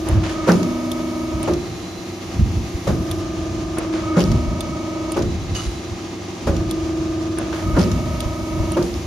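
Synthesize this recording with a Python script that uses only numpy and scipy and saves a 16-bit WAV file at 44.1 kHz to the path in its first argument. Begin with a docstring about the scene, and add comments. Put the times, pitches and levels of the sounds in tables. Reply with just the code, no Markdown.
"""A hydraulic press crimps a steel roof sheet in a factory hall, close by, over hiss and low thuds.
It opens mid-stroke, the gear pump whining as the ram comes down. A limit switch clicks, the die
squeezes, and the sheet scrapes and snaps. With a squeak the frame clunks as the ram reverses, and it
shudders on the lift while the whine sags with the oil pressure. Another clunk, and the ram rests under
a faint high whistle. Two full strokes follow, with one ringing clink of steel in the rest between them."""
import sys
import numpy as np
from scipy import signal
from scipy.fft import rfft, irfft, next_fast_len
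from scipy.io import wavfile

SR = 44100
rng = np.random.default_rng(int(sys.argv[2]) if len(sys.argv) > 2 else 0)


def master_out(mix):
    """Clip the mix to full scale and print it as 16-bit PCM to the path in sys.argv[1]."""
    frames = np.transpose(np.atleast_2d(mix))
    ceiling = np.clip(frames, -1, 1)
    pcm = np.round(ceiling * 32767).astype(np.int16)
    wavfile.write(sys.argv[1], SR, pcm)


N = 399546

# The ram's cue list, a clunk at each change. Each row: start in seconds, motion that follows,
# clatter level in dB, attack in seconds, brightness in dB per octave, ring level in dB.
RAM_CUES = [(.466, "lift", -11, 0.022, 3, -17.5), (1.473, "idle", -17, 0.0051, 2.5, -43),
            (2.866, "down", -18, 0.012, 3.5, -32.5), (4.162, "lift", -13.5, 0.0085, 1.9, -18.5),
            (5.163, "idle", -17.5, 0.0064, 3, -45), (6.468, "down", -18, 0.0062, 3.5, -31),
            (7.759, "lift", -15, 0.012, 1.5, -19.5), (8.765, "idle", -17, 0.0071, 2.5, -43)]
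# Stereo image. Each row: frequency in Hz, likeness of left and right (1 alike, -1 or less opposed).
STEREO_LIKENESS = [(150, 0.94), (350, 0.95), (700, 0.68), (1400, 0.54), (2400, 0.22), (4400, 0.49),
                   (6700, 0.33), (7500, -0.72), (8200, -1.11), (8950, -0.58), (10000, 0.13), (11500, 0.78),
                   (13300, 0.55), (14400, -1)]


def amp(db):
    """Decibels to gain."""
    return 10 ** (np.asarray(db) / 20)


def unit(x):
    """Scales to rms 1."""
    return x / np.sqrt(np.mean(x ** 2) + 1e-20)


def curve_at(points, hz):
    """Reads a curve on a log-frequency axis."""
    f, value = np.transpose(points)
    return np.interp(np.log(hz + 1), np.log(f), value)


def add(mix, s, sound):
    """Mixes a sound in at time s."""
    part = mix[:, max(round(s * SR), 0):][:, :sound.shape[-1]]
    part += sound[..., :part.shape[1]]


def ramp(s, length):
    """Rises from 0 to 1, starting at time s."""
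    return np.clip((np.arange(N) / SR - s) / length, 0, 1)


def bump(s, length):
    """A smooth swell of height 1 around time s."""
    return np.exp(-((np.arange(N) / SR - s) / length) ** 2)


def drift(rate_hz):
    """A random wander of rms 1."""
    t = np.arange(N) / SR
    knots = rng.standard_normal(N // 100)
    return unit(np.interp(t * rate_hz, np.arange(len(knots)), knots))


def noise(colour, size, tilt_db=0, shape=1):
    """Coloured stereo noise of rms 1, tilted per octave; shape is the envelope of what excites it."""
    hz = np.fft.rfftfreq(size, 1 / SR)
    mid, side = rfft(rng.standard_normal((2, size)) * shape)
    likeness = np.clip(curve_at(STEREO_LIKENESS, hz), -1, 1)
    mid, side = mid * np.sqrt(1 + likeness), side * np.sqrt(1 - likeness)
    octaves = np.log2(np.maximum(hz, colour[0][0]) / colour[0][0])
    gain = amp(curve_at(colour, hz) + tilt_db * octaves)
    sub_cut = hz ** 2 / (hz ** 2 + 30 ** 2)
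    return unit(irfft(np.array([mid + side, mid - side]) * gain * sub_cut, size))


def add_click(mix, s, db, colour, decay_s):
    """Mixes in a brief jolt, heard through the resonances of a part."""
    t = np.arange(-SR // 20, SR // 20) / SR
    jolt = (t >= 0) * np.exp(-abs(t) / decay_s)
    add(mix, s + t[0], amp(db) * np.sqrt(np.mean(jolt ** 2)) * noise(colour, len(t), shape=jolt))


def hall(x):
    """The diffuse echo of the factory; its treble dies first."""
    # Each row: frequency in Hz, reverb time (T60) in seconds.
    decay = [(1500, 0.71), (10000, 0.35)]
    t = np.arange(SR // 2) / SR
    hz, age, spectra = signal.stft(rng.standard_normal((2, len(t))) * (t > .006), SR, nperseg=256)
    tail = signal.istft(spectra * amp(-60 * age / curve_at(decay, hz)[:, None]), SR, nperseg=256)[1]
    return signal.oaconvolve(x, tail / np.linalg.norm(tail[0]), axes=1)[:, :N]


def hiss(level_db=-33.5, flicker_db=1.0, fizz_floor_db=-55.5, fizz_fade_s=0.032):
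    """A bed of hall noise and rushing oil, with a fine fizz that comes and goes."""
    # EQ of the bed and of the fizz. Each row: frequency in Hz, gain in dB.
    bed_eq = [(30, -28), (70, -3.5), (330, 5.5), (450, -4.5), (750, -8.5), (1250, -7.5), (1480, -21.5),
              (2500, -13), (4300, -16.5), (6500, -16.5), (8000, -21), (9500, -29.5), (13000, -41.5),
              (15700, -27)]
    fizz_eq = [(5000, -1), (8000, -3), (12800, -9), (14500, -13)]
    # Each row: start in seconds, end in seconds, level in dB.
    fizz_spells = [(-.1, 0.135, -45.5), (0.498, 1.246, -45.5), (1.25, 2.65, -49), (2.654, 3.196, -46.5),
                   (7.517, 9.2, -46)]
    size = next_fast_len(N)
    fizz_power = amp(fizz_floor_db) ** 2
    for start, end, db in fizz_spells:
        fizz_power += amp(db) ** 2 * (ramp(start, fizz_fade_s) - ramp(end, fizz_fade_s))
    bed = amp(level_db + flicker_db * drift(40)) * noise(bed_eq, size)[:, :N]
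    return bed + np.sqrt(fizz_power) * noise(fizz_eq, size)[:, :N]


def motor(waver=0.17):
    """The motor hums and its drive whistles thinly, each tone wavering a little."""
    # Each row: pitch in Hz, level in dB.
    tones = [(97, -41.5), (186, -43), (5802, -60), (6172, -60.5)]
    out, t = np.zeros((2, N)), np.arange(N) / SR
    for channel in out:
        for hz, db in tones:
            level = np.sqrt(2) * amp(db) * (1 + waver * drift(13))
            channel += level * np.sin(2 * np.pi * hz * t + waver * drift(8.8))
    return out


def rumble(load, lumpy_db=2.0, roll_rise_s=0.077, spread_rad=0.24):
    """Lumpy low end that grows while the ram moves, with rolls that die away and short dull thuds."""
    # Each row: frequency in Hz, gain in dB.
    rumble_eq = [(20, -34), (38, -10), (58, 2), (95, 1), (135, -5.5), (200, -9), (290, -20), (450, -34),
                 (900, -62)]
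    # The steady level in dB with the ram idle, going down and lifting.
    floor_db = [-45, -31, -35]
    # Each row: crest time in seconds, level in dB, fade in seconds.
    rolls = [(.17, -19, 0.074), (1.4, -27, 0.36), (2.42, -19.5, 0.17), (2.94, -17, 0.078),
             (3.53, -29, 0.14), (4.33, -15.5, 0.18), (5.27, -22, 0.36), (6.52, -22.5, 0.24),
             (7.74, -16.5, 0.32), (8.15, -25.5, 0.37), (8.6, -24, 0.83)]
    # Each row: centre time in seconds, peak in dB, pitch in Hz, length in seconds.
    thuds = [(0.132, -10.5, 70, 0.02), (0.185, -10.5, 105, 0.025), (2.398, -4.5, 120, 0.0076),
             (2.412, -14.5, 212, 0.023), (2.43, -5.5, 70, 0.03), (2.756, -13.5, 78, 0.018),
             (2.895, -9.5, 88, 0.012), (4.335, -19, 229, 0.013), (4.49, -11, 61.8, 0.022),
             (5.683, -13, 58.5, 0.031), (5.924, -20, 96, 0.027), (6.504, -8, 89, 0.014),
             (7.748, -13, 60, 0.022), (8.265, -12, 74.8, 0.013), (8.608, -8, 80, 0.014)]
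    power = amp(np.interp(load, range(3), floor_db)) ** 2
    for s, db, fade in rolls:
        age = np.arange(N) / SR - s
        power += (amp(db) * np.exp(-np.where(age < 0, (age / roll_rise_s) ** 2, age / fade))) ** 2
    out = np.sqrt(power) * amp(lumpy_db * drift(25)) * noise(rumble_eq, next_fast_len(N))[:, :N]
    t = np.arange(-SR // 10, SR // 10) / SR
    for s, db, hz, length in thuds:
        swing = np.sin(2 * np.pi * hz * t + np.array([[spread_rad], [-spread_rad]]))
        add(out, s + t[0], amp(db) * swing / np.cosh(3.4 * t / length))
    return out


def limit_switches(press_db=-20, release_db=-23.3, lever_db=-23):
    """A spring contact snaps over as the ram passes; on release its roller lever rings briefly too."""
    # Each row: time in seconds, what the ram does to the roller.
    trips = [(0.087, "press"), (0.9167, "release"), (1.43, "press"), (3.113, "release"), (3.785, "press"),
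             (4.607, "release"), (5.12, "press"), (6.711, "release"), (7.3856, "press"),
             (8.2044, "release"), (8.7203, "press")]
    # Resonances of contact and lever. Each row: frequency in Hz, gain in dB.
    contact_eq = [(1000, -17), (2600, -0.5), (6500, -8), (7800, 4.5), (8900, 12.5), (9900, -1),
                  (12800, -16), (14000, -3), (15700, -6)]
    lever_eq = [(2300, -24), (3100, -11), (3480, 0), (3950, -10), (4800, -12), (7500, -19)]
    out = np.zeros((2, N))
    for s, action in trips:
        add_click(out, s, press_db if action == "press" else release_db, contact_eq, decay_s=0.0034)
        if action == "release":
            add_click(out, s, lever_db, lever_eq, decay_s=0.0045)
    return out


def clink(start_s=5.551, attack_s=0.0018, chatter_db=3.5, chatter_rad=1.1):
    """Struck steel rings in a few modes, chattering against its support."""
    # Each row: pitch in Hz, level in dB, ring time (T60) in seconds.
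    modes = [(2900, -30.5, 0.35), (3950, -50, 0.7), (4640, -38, 0.45), (6460, -33.5, 0.39)]
    age = np.maximum(np.arange(N) / SR - start_s, 0)
    ring = np.zeros((2, N))
    for hz, db, t60 in modes:
        level = amp(db - 60 * age / t60 + chatter_db * drift(200))
        phase = 2 * np.pi * (hz * age + rng.random((2, 1)) / 3)
        ring += level * np.sin(phase + chatter_rad * drift(130))
    return ramp(start_s, attack_s) * ring


def squeaks():
    """Brief narrow-band squeaks and groans near clunks and clink; a faint long whistle at rest."""
    # Each row: crest time in seconds, level in dB, pitch in Hz, swell in seconds, band width in Hz.
    cues = [(.447, -33, 1800, 0.05, 900), (0.501, -16.5, 1340, 0.015, 450), (1.463, -41, 2980, 0.016, 350),
            (1.958, -47.5, 4040, 0.53, 90), (4.169, -33.5, 1510, 0.023, 500),
            (4.215, -31.5, 2940, 0.015, 710), (5.15, -36, 2930, 0.012, 358),
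            (5.607, -36.5, 1250, 0.034, 300), (5.665, -49, 3950, 0.62, 69.7),
            (7.772, -32, 1480, 0.021, 307), (8.753, -35, 2900, 0.0083, 302)]
    out, t = np.zeros((2, N)), np.arange(-SR // 2, SR // 2) / SR
    for s, db, hz, length, width in cues:
        skirt = 1 + width / hz
        band = [(hz / skirt ** 4, -70), (hz / skirt, -12), (hz, 0),
                (hz * skirt, -12), (hz * skirt ** 4, -70)]
        swell = np.exp(-(np.where(t < 0, t, 2 * t) / length) ** 2)  # dies twice as fast as it rises
        add(out, s + t[0], amp(db) * noise(band, len(t)) * swell)
    return out


def sheet(scrape_attack_s=0.006, grain_db=1.9):
    """Thin steel snaps as it creases, clacks loosely on the die, and scrapes in grainy bursts."""
    # Each row: time in seconds, level in dB.
    snaps = [(.5198, -12.5), (4.196, -19), (4.218, -21), (4.2305, -24), (4.2397, -17.5), (5.192, -23),
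             (7.795, -22), (7.8163, -19), (7.8298, -21), (7.838, -19), (8.8265, -21.5), (8.9415, -25)]
    clacks = [(.496, -27), (.63, -26), (1.536, -26), (4.204, -22), (4.316, -25), (5.223, -27), (5.551, -26),
              (6.5656, -29), (7.916, -25)]
    # Each row: start in seconds, level in dB, length in seconds, brightness in dB per octave.
    scrapes = [(0.063, -28, 0.12, -10), (0.23, -30.5, 0.081, -5.5), (0.29, -34, 0.048, -3),
               (0.511, -33, 0.06, 0.5), (3.765, -25, 0.068, -10), (3.923, -31.5, 0.089, -7),
               (4.175, -34, 0.09, -0.5), (5.544, -33.5, 0.13, -0.5), (7.369, -29, 0.086, -9),
               (7.523, -30, 0.072, -7), (7.784, -30, 0.05, -1.5), (8.823, -38.5, 0.054, 4)]
    # The tone of each. Each row: frequency in Hz, gain in dB.
    snap_eq = [(1000, -17), (3600, -14), (4600, 6), (6200, 2), (7500, -19), (15000, -15)]
    clack_eq = [(2000, -1), (6500, 2.5), (8000, -7), (15000, -20)]
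    scrape_eq = [(200, -13), (500, -0.5), (1500, 5.5), (3000, 7), (6500, 6), (9000, 3), (14000, -16)]
    hits, scraping, t = np.zeros((2, N)), np.zeros((2, N)), np.arange(SR // 2) / SR
    for s, db in snaps:
        add_click(hits, s, db, snap_eq, decay_s=0.0009)
    for s, db in clacks:
        add_click(hits, s, db, clack_eq, decay_s=0.0048)
    grain = amp(grain_db * drift(300))
    for s, db, length, tilt_db in scrapes:
        burst = np.minimum(t / scrape_attack_s, 1) / (1 + (t / length) ** 2)
        add(scraping, s, amp(db) * noise(scrape_eq, len(t), tilt_db) * burst)
    return hits + grain * scraping


def frame_clunks(hold_s=0.0013, detune=0.0137, lag_s=0.0028):
    """A pressure surge jolts the frame: a clatter whose treble dies first, then the heavy modes bloom."""
    # Each row: frequency in Hz, gain in dB.
    clatter_eq = [(60, -9), (130, 6), (200, 2.5), (370, 7), (460, -0.5), (560, 5.5), (680, -5.5),
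                  (1050, -9), (1500, -16.5), (1900, -22.5), (3500, -32), (7000, -36), (12000, -53)]
    # Each row: frequency in Hz, decay time (T60) in seconds.
    clatter_decay = [(100, 1), (300, 0.64), (600, 0.26), (1500, 0.23), (6000, 0.19)]
    # Each row: pitch in Hz, relative level in dB, ring time (T60) in seconds.
    frame_modes = [(169.2, 4, 0.54), (183.6, 4, 0.65), (201.7, 1, 0.76), (235.3, 3, 0.25),
                   (350.3, -3, 0.99), (521, 2, 0.054), (823, -11.5, 0.28), (1417, -8.5, 0.16)]
    # The oil line rings as the ram stops: pitch in Hz, level in dB, ring time (T60) in seconds.
    oil_line = (347, -17, 0.74)
    line_hz, line_db, line_t60 = oil_line
    out, t = np.zeros((2, N)), np.arange(SR // 2) / SR
    for s, motion, db, attack, tilt_db, ring_db in RAM_CUES:
        hz, age, spectra = signal.stft(noise(clatter_eq, len(t), tilt_db), SR, nperseg=256)
        spectra *= amp(-60 * np.maximum(age - attack - hold_s, 0) / curve_at(clatter_decay, hz)[:, None])
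        clatter = signal.istft(spectra, SR, nperseg=256)[1][:, :len(t)] * np.minimum(t / attack, 1)
        ring_age = np.maximum(t - attack - lag_s, 0)
        ring = np.zeros(len(t))
        for mode_hz, mode_db, t60 in frame_modes:
            cycles = mode_hz * (1 + detune * rng.standard_normal()) * t + rng.random()
            ring += amp(mode_db - 60 * ring_age / t60) * np.sin(2 * np.pi * cycles)
        add(out, s, amp(db) * clatter + amp(ring_db) * ring * np.clip((t - lag_s) / attack, 0, 1))
        if motion == "idle":
            line_ring = amp(line_db - 60 * t / line_t60) * np.sin(2 * np.pi * line_hz * t)
            add(out, s, line_ring * np.minimum(t / (attack + lag_s), 1))
    return out


def press_cycle(touch_lead_s=0.23, surge_s=0.062, shudder_hold_s=0.12):
    """The ram's work drives the pump: load, shaft slowing, and swells of tooth tone, shudder and whine."""
    # Each row is a stroke: the tooth tone's swell going down, surge on the sheet and sag on the lift
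    # in dB, shudder in dB, its fade in dB per second, swell of the high whine in dB.
    strokes = [(3, 3, 2, 19, 14, 8), (-1, 7.5, 6, 15.5, 25, 9), (4.5, 2, 10.5, 12.5, 18, 6.5)]
    # The pump's load state in each motion: 0 idle, 1 down, 2 lift.
    load_of = {"idle": 0, "down": 1, "lift": 2}
    # The seconds the valves take to shift into idle and into down.
    valve_shift_s = {"idle": 0.0997, "down": 0.037}
    t = np.arange(N) / SR
    load = np.full(N, float(load_of["down"]))
    slowing, tooth_db, shudder_db, squeeze_db = np.zeros((4, N))
    upcoming, began = iter(strokes), -1
    for s, motion, *_ in RAM_CUES:
        if motion == "lift":  # the die bottoms at s
            down_db, surge_db, sag_db, shake_db, fade, whine_db = next(upcoming)
            touch = s - touch_lead_s  # the die meets the sheet
            pressure = ramp(s - .34, length=.3)
            load += pressure * (load_of[motion] - load)
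            slowing += .017 * bump(s - .016, length=.035)
            squeeze_db += whine_db * bump(s - .073, length=.096)
            tooth_db += down_db * np.sin(np.pi * ramp(began, touch - began))
            tooth_db += surge_db * (bump(touch, surge_s) + bump(s - .028, surge_s))
            tooth_db -= sag_db * bump(s + .36, length=.35)
            faded_db = fade * np.maximum(t - s - shudder_hold_s, 0)
            shudder_db += ramp(s, length=.22) * np.maximum(shake_db - faded_db, 0)
        else:
            shifted = ramp(s, valve_shift_s[motion])
            load += shifted * (load_of[motion] - load)
            shudder_db *= 1 - shifted
            began = s
    return load, slowing, tooth_db, shudder_db, squeeze_db


def gear_mesh(hz, teeth, whine_order, chirp_rad=0.85):
    """Teeth mesh unevenly within a turn; gives the left and right phase of every shaft order."""
    phase = 2 * np.pi * rng.random(len(hz))
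    # side tones bend the pitch of the tooth tone and leave it solid
    for step in 1, 2:
        phase[teeth + step] = 2 * phase[teeth] - phase[teeth - step] + np.pi
    # near its octave they add up almost in step: a throb once a turn
    steps, centre = np.arange(-2, 3), 2 * teeth - 1
    phase[centre + steps] = phase[centre] + steps * phase[0] - chirp_rad / 2 * steps ** 2
    # the high whine chirps upward once a turn
    steps = np.arange(-3, 4)
    phase[whine_order + steps] = phase[whine_order] - chirp_rad * steps ** 2
    spread = np.arccos(np.clip(curve_at(STEREO_LIKENESS, hz), -1, 1)) / 2 * rng.choice([-1, 1], len(hz))
    return phase + np.array([spread, -spread])


def gear_pump(load, slowing, tooth_db, shudder_db, squeeze_db, trim_db=-3.0):
    """The pump sings in orders, multiples of its shaft speed; load slows it and shifts their balance."""
    # Shaft speed in Hz with the ram idle, going down and lifting.
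    shaft_hz = [24.883, 24.794, 24.592]
    # The orders that stand out, as multiples of the shaft speed.
    strong_orders = [10, 12, 13, 14, 15, 23, 24, 25, 26, 27, 28, 38, 39, 41, 48, 49, 50, 51, 52, 53, 91]
    # Each row is one of those orders: relative level in dB when idle, going down, lifting.
    strong_db = [(-69, -57, -39), (-46, -37.5, -42), (-35.5, -25.5, -24), (-34.5, -30.5, -32),
                 (-42.5, -40, -39), (-57, -45.5, -40.5), (-50.5, -54, -42), (-70, -46.5, -36.5),
                 (-52.5, -39, -38.5), (-46, -44, -42.5), (-50.5, -44, -44), (-65, -69, -46.5),
                 (-55.5, -56, -43.5), (-65, -53, -48.5), (-66, -46, -48.5), (-51.5, -43.5, -80),
                 (-65, -49, -43), (-60, -50, -40), (-54, -59, -41), (-74, -62, -54), (-81, -60, -45)]
    # The buzz of weak orders between them. Each row: frequency in Hz, relative level in dB.
    buzz = [(100, -45), (200, -54.5), (480, -59), (750, -53), (1100, -77), (1500, -62), (2200, -63),
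            (3000, -70), (7200, -71)]
    teeth, shudder_order, whine_order, top_order = 13, 10, 51, 91  # the frame shudders with one order
    waver_db, rough_db, flutter = .7, 1.5, .14  # unsteadiness with the oil flow
    wobble, scatter_db, side_share, turn_samples = 0.001076, 4.0, 0.47, 4096
    speed = np.interp(load, range(3), shaft_hz) * (1 - slowing + wobble * (drift(14) + .5 * drift(90)))
    turns = np.cumsum(speed) / SR
    order = np.arange(turn_samples // 2 + 1)
    hz = order * shaft_hz[1]
    level_db = curve_at(buzz, hz) + scatter_db * rng.standard_normal((3, len(order)))
    level_db[:, strong_orders] = np.transpose(strong_db)
    gain = amp(level_db) * ((order > 3) & (hz < buzz[-1][0]))
    phase = gear_mesh(hz, teeth, whine_order)
    # Tones that move on their own. Each row: order, swell in dB, unsteadiness in dB.
    solos = [(teeth, tooth_db, waver_db)]
    solos += [(teeth + step, side_share * tooth_db, waver_db) for step in (1, 2)]
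    solos += [(shudder_order, shudder_db, waver_db), (top_order, side_share * squeeze_db, waver_db)]
    solos += [(whine_order + step, squeeze_db, rough_db) for step in (-1, 0, 1)]
    out = np.zeros((2, N))
    for k, swell_db, unsteady_db in solos:
        tone_db = np.interp(load, range(3), level_db[:, k]) + swell_db + unsteady_db * drift(45)
        out += np.sqrt(2) * amp(tone_db) * np.cos(2 * np.pi * k * turns + phase[:, k, None])
        gain[:, k] = 0
    # all other orders loop as one shaft turn per load state, crossfaded by the load
    position = turns % 1 * turn_samples
    for state in range(3):
        one_turn = irfft(gain[state] * np.exp(1j * phase)) * turn_samples / np.sqrt(2)
        share = np.maximum(1 - abs(load - state), 0) * (1 + flutter * drift(30))
        out += share * np.array([np.interp(position, np.arange(turn_samples), side) for side in one_turn])
    return amp(trim_db) * out


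def scene(hall_db=-16.5):
    """The press close by, its knocks and squeaks echoing faintly in the hall."""
    load, slowing, tooth_db, shudder_db, squeeze_db = press_cycle()
    spots = frame_clunks() + sheet() + clink() + squeaks()
    pump = gear_pump(load, slowing, tooth_db, shudder_db, squeeze_db)
    return pump + motor() + hiss() + rumble(load) + limit_switches() + spots + amp(hall_db) * hall(spots)


def record(dry, balance_db=-0.16, ceiling=0.9, cutoff_hz=16200):
    """Leans the mix slightly right, rounds off the hardest peaks and cuts the very top."""
    leaning = dry * amp([[balance_db], [-balance_db]])
    rounded = leaning / (1 + (leaning / ceiling) ** 6) ** (1 / 6)
    lowpass = signal.firwin(511, cutoff_hz, window=("kaiser", 9), fs=SR)
    return signal.oaconvolve(rounded, lowpass[None], "same")


dry = scene()
out = record(dry)
master_out(out)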